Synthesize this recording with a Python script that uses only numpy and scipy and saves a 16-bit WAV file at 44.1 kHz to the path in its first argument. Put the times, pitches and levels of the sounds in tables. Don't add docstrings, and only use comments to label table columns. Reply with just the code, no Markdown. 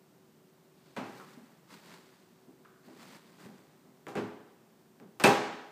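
import sys
import numpy as np
from scipy import signal
from scipy.fft import rfft, irfft, next_fast_len
from scipy.io import wavfile
from scipy.ndimage import map_coordinates

SR = 44100
rng = np.random.default_rng(int(sys.argv[2]) if len(sys.argv) > 2 else 0)


def materialize(psi):
    bounded = np.clip(np.atleast_2d(psi).T, -1, 1)
    quanta = np.round(bounded * 32767).astype(np.int16)
    wavfile.write(sys.argv[1], SR, quanta)


N = 251811


def amp(db):
    return 10 ** (np.asarray(db) / 20)


def unit(x):
    return x / np.sqrt(np.mean(x ** 2) + 1e-20)


def along(points, hz):
    f, v = np.transpose(points)
    return np.interp(np.log(hz + 1), np.log(f + 1), v)


def wobble(rate, size):
    knots = rng.standard_normal(int(size * rate / SR) + 4)
    return map_coordinates(knots, [1 + np.arange(size) * rate / SR])


def filtered(x, response):
    size = x.shape[-1]
    m = next_fast_len(size + SR // 4)
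    spectrum = rfft(x, m) * response(np.fft.rfftfreq(m, 1 / SR))
    return irfft(spectrum, m)[..., :size]


def noise(spectrum, size):
    m = next_fast_len(size)
    shape = amp(along(spectrum, np.fft.rfftfreq(m, 1 / SR)))
    shaped = irfft(rfft(rng.standard_normal(m)) * shape, m)
    return unit(shaped[:size])


def add(track, s, sound):
    part = track[round(s * SR):][:len(sound)]
    part += sound[:len(part)]


# f/Hz, relative spectral level/dB
AIR_SPECTRUM = [(30, -36), (70, -18), (105, -13.5), (145, 0.5), (220, -3), (340, -4), (400, -7),
                (500, -9.5), (950, -14), (1400, -18), (2400, -23.5), (7500, -27.5), (15000, -23)]
# f/Hz, level/dB (about which it wavers)
HUM_TONES = [(156, -79.5), (188, -77.5), (221, -75), (377, -70)]


def room_tone(air_db=-63, drift_rad=0.59, flutter_db=2):
    t = np.arange(N) / SR
    hum = np.zeros(N)
    for hz, db in HUM_TONES:
        level = np.sqrt(2) * amp(db + flutter_db * wobble(4.3, N))
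        hum += level * np.sin(2 * np.pi * hz * t + drift_rad * wobble(7, N))
    return amp(air_db) * noise(AIR_SPECTRUM, N) + hum


RUB_RELEASE_T60_S = 0.53
RUB_ROOM_DB, RUB_ROOM_T60_S = -5, 1.9


def stroke(length, swell):
    t = np.arange(SR) / SR
    after = np.maximum(t - length, 0)
    stop = amp(-60 * after / RUB_RELEASE_T60_S)
    lingering = amp(RUB_ROOM_DB - 60 * after / RUB_ROOM_T60_S)
    return np.minimum(t / swell, 1) ** 2 * np.maximum(stop, lingering)


# f/Hz, relative spectral level/dB
SCRAPE_SPECTRUM = [(100, -28), (400, -6.5), (1000, 5), (1400, 2), (2100, 0), (2900, -9), (5000, -11.5)]
# f/Hz, relative spectral level/dB
CLOTH_SPECTRUM = [(500, -16), (2000, 0), (3300, 0.5), (4700, 1.5), (5600, -6), (8500, -9), (11500, -9),
                  (15000, -51)]
# f/Hz, relative spectral level/dB
LOAD_SPECTRUM = [(50, -36), (110, -14), (170, 1), (300, -5.5), (600, -12.5), (2000, -56)]
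# start t/s, length t/s, swell t/s, level/dB,
# cloth hiss level/dB over that level, weight on the shell level/dB over that level (before rumble_db)
SLIDES = [(0.619, 0.47, 0.28, -72, 3, 9.5), (1.02, 0.2, 0.048, -58.5, -9, -2),
          (1.2, 0.14, 0.088, -62, -6, -0.5), (1.65, 0.085, 0.072, -55.5, -4, 1.5),
          (1.8, 0.13, 0.062, -59, -3, 3), (2.789, 0.18, 0.077, -64.5, -4, 4.5),
          (2.901, 0.25, 0.11, -57, -4.5, 2.5), (3.32, 0.15, 0.1, -59.5, -7, 4.5)]


def rubbing(rumble_db=-3, grain_db=2, grain_rate=300, pressure_db=1, pressure_rate=18):
    track = np.zeros(N)
    for s, length, swell, db, cloth_db, weight_db in SLIDES:
        grains = amp(grain_db * wobble(grain_rate, SR))
        skin = unit(grains * noise(SCRAPE_SPECTRUM, SR))
        cloth = amp(cloth_db) * unit(grains * noise(CLOTH_SPECTRUM, SR))
        rumble = amp(rumble_db + weight_db) * noise(LOAD_SPECTRUM, SR)
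        add(track, s, amp(db) * stroke(length, swell) * (skin + cloth + rumble))
    return track * amp(pressure_db * wobble(pressure_rate, N))


def dying(x, decay):
    hz, t, z = signal.stft(x, SR, nperseg=256)
    t60 = np.maximum(along(decay, hz), .01)[:, None]
    return signal.istft(z * amp(-60 * t / t60), SR, nperseg=256)[1][:len(x)]


def mode(hz):
    blur_rad = .35 * wobble(25, SR)
    cycles = hz * np.arange(SR) / SR + rng.random()
    return np.sin(2 * np.pi * cycles + blur_rad)


# f/Hz, relative spectral level/dB
SHELL_SPECTRUM = [(30, -45), (65, -40), (100, -10.5), (200, 2.5), (400, 0.5), (800, -1.5), (1500, -6),
                  (1950, -8.5), (2550, -11), (3200, -14.5), (5500, -21.5), (8500, -27), (12500, -26.5),
                  (15200, -36)]
# f/Hz, t60 t/s
ROOM_DECAY = [(80, 0.58), (300, 0.76), (1200, 0.92), (3500, 0.89), (7000, 0.77), (11000, 0.52), (16000, .3)]
# f/Hz, relative level/dB, t60 t/s
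TUB_MODES = [(115, -16.5, 0.5), (257, -2.5, 0.59), (331.5, -3.5, 0.68), (391.3, 0.5, 0.53),
             (418.7, -1.5, 0.72), (426, -11.5, 0.8), (499.5, -8, 0.57), (533, -10.5, 0.7), (628, -9, 0.5),
             (619.6, -6, 0.3), (690, -11, 0.25), (743, -14, 1), (801.3, -3, 0.51), (806.7, -5.5, 0.76),
             (821, -9.5, 0.88), (864, -9.5, 0.72), (968, -12.5, 0.76), (985, -7, 0.55), (1002, -9.5, 0.65),
             (1120, -9, 0.66), (1292, -12, 0.84), (1337, -38, 0.22), (1600, -23.5, 0.56),
             (1534, -17.5, 0.94), (1572, -7, 0.39), (1634, -18.5, 0.98), (1720, -28, 0.9),
             (1689, -14, 0.32), (1785, -16, 0.8), (1824, -24, 0.81)]
# f/Hz, relative level/dB
SHOE_RING = [(2109, -3), (2163, 2), (2334, 7), (2380, -8), (2427, -34), (2444, 11.5), (2561, -6),
             (2595, -23), (2615, 15.5), (2656, 11)]


def shell_answer(ring_db, hardness_db, early_db=-4, early_t60=0.32, tail_db=-10, modes_db=-7,
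                 shoe_db=-20, shoe_t60=0.18):
    t = np.arange(SR) / SR
    early = amp(early_db - 60 * t / early_t60) * noise(SHELL_SPECTRUM, SR)
    tail = amp(tail_db) * dying(noise(SHELL_SPECTRUM, SR), ROOM_DECAY)
    tub = sum(amp(modes_db + db - 60 * t / t60) * mode(hz) for hz, db, t60 in TUB_MODES)
    shoe_decay = amp(shoe_db + hardness_db - 60 * t / shoe_t60)
    shoe = shoe_decay * sum(amp(db) * mode(hz) for hz, db in SHOE_RING)
    return early + tail + amp(ring_db) * (tub + shoe)


def colour(x, boom_hz, boom_db, bright_db, bright_hz=2300, octaves=0.55):
    def response(hz):
        distance = np.log2((hz + 1) / boom_hz) / octaves
        boom = boom_db / (1 + distance ** 2)
        treble = bright_db * hz ** 2 / (hz ** 2 + bright_hz ** 2)
        return amp(boom + treble)
    return filtered(x, response)


def build_up(sound, split_hz=700, swell=0.004, attack=0.00057):
    t = np.arange(len(sound)) / SR
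    low = filtered(sound, lambda hz: 1 / (1 + (hz / split_hz) ** 2))
    high = sound - low
    return low * (1 - np.exp(-t / swell)) + high * (1 - np.exp(-t / attack))


# f/Hz, relative spectral level/dB
CLICK_SPECTRUM = [(100, -23), (600, -3.5), (1700, 10.5), (3800, -5), (6000, -2), (9000, -1), (15000, -10)]


def crack(t60=0.0056, echo_db=-15, first=0.0044, reach=0.038, count=6):
    t = np.arange(SR // 10) / SR
    click = noise(CLICK_SPECTRUM, len(t)) * amp(-60 * t / t60)
    sound = click.copy()
    delays = rng.uniform(first, reach, count)
    signs = np.sign(rng.standard_normal(count))
    for delay, sign in zip(delays, signs):
        add(sound, delay, amp(echo_db) * sign * click)
    return sound


# t/s, level/dB, boom of the struck panel f/Hz, boom level/dB,
# brightness level/dB, crack level/dB over the knock's level, ring level/dB of the modes
SHOE_KNOCKS = [(0.965, -32.5, 244, 5.5, -4, -9, -8.5), (0.979, -39, 130, 12, -15, -16, -11),
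               (1.038, -46.5, 232, 3.5, -3, -13, -10), (4.068, -37.5, 1200, 3, -14.5, 8, -6.5),
               (4.083, -50.5, 1100, -22, 11.5, 0, -30), (4.1541, -32.5, 343, 5.5, -7, -3, -6.5),
               (4.168, -34.5, 214, 11, -4, -3, -7), (5.000, -53, 346, 10.5, -16, 3, -9.5),
               (5.1991, -36, 805, 6.5, 8.5, 3.5, -31), (5.2384, -24, 600, -11, 11.5, 3, -22),
               (5.2399, -13.5, 302, -0.5, -1, 3.5, -2.5)]


def knocks(dull_hz=4500):
    track = np.zeros(N)
    for s, db, boom_hz, boom_db, bright_db, crack_db, ring_db in SHOE_KNOCKS:
        body = colour(shell_answer(ring_db, bright_db), boom_hz, boom_db, bright_db)
        click = colour(crack(), boom_hz, boom_db, bright_db, bright_hz=dull_hz)
        add(track, s, amp(db) * build_up(body))
        add(track, s, amp(db + crack_db) * click)
    return track


# t/s, level/dB, pitch f/Hz, t60 t/s of the fade in the room
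SOLE_SQUEAKS = [(1.198, -49, 1180, 0.51), (2.649, -57, 1390, 0.78)]


def squeaks(width=0.16, slip_t60=0.054, room_db=-5):
    track = np.zeros(N)
    t = np.arange(SR // 2) / SR
    for s, db, hz, t60 in SOLE_SQUEAKS:
        band = [(hz / 4, -30), (hz * (1 - 2 * width), -10), (hz * (1 - width), 0),
                (hz * (1 + width), 0), (hz * (1 + 2 * width), -12), (hz * 6, -35)]
        fade = amp(-60 * t / slip_t60) + amp(room_db - 60 * t / t60)
        add(track, s, amp(db) * fade * noise(band, len(t)))
    return track


# t/s, level/dB, boom of the panel underfoot f/Hz, boom level/dB
FOOT_THUDS = [(1.372, -59, 220.5, 19), (2.472, -61.5, 278, 15.5), (2.877, -53.5, 283, 11),
              (3.452, -51, 173, 20), (3.853, -63, 208, 17), (4.17, -41, 93, 25), (5.022, -58, 167, 22)]
THUD_BRIGHT_DB, THUD_RING_DB = -28, -3


def thuds():
    track = np.zeros(N)
    for s, db, boom_hz, boom_db in FOOT_THUDS:
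        answer = shell_answer(THUD_RING_DB, THUD_BRIGHT_DB)
        body = colour(answer, boom_hz, boom_db, THUD_BRIGHT_DB)
        add(track, s, amp(db) * build_up(body))
    return track


def scene():
    return (room_tone() + rubbing() + knocks() + squeaks() + thuds())[None]


# f/Hz, level/dB
PORT_NOTCH = [(8500, 0), (9900, -6.5), (12000, -4.5)]
TOP_HZ = 15400


def record(dry, low_cut_hz=72):
    high_pass = signal.butter(N=3, Wn=low_cut_hz, btype='high', fs=SR, output='sos')
    thin = signal.sosfilt(high_pass, dry)
    return filtered(thin, lambda hz: amp(along(PORT_NOTCH, hz)) * (hz < TOP_HZ))


dry = scene()
out = record(dry)
materialize(out)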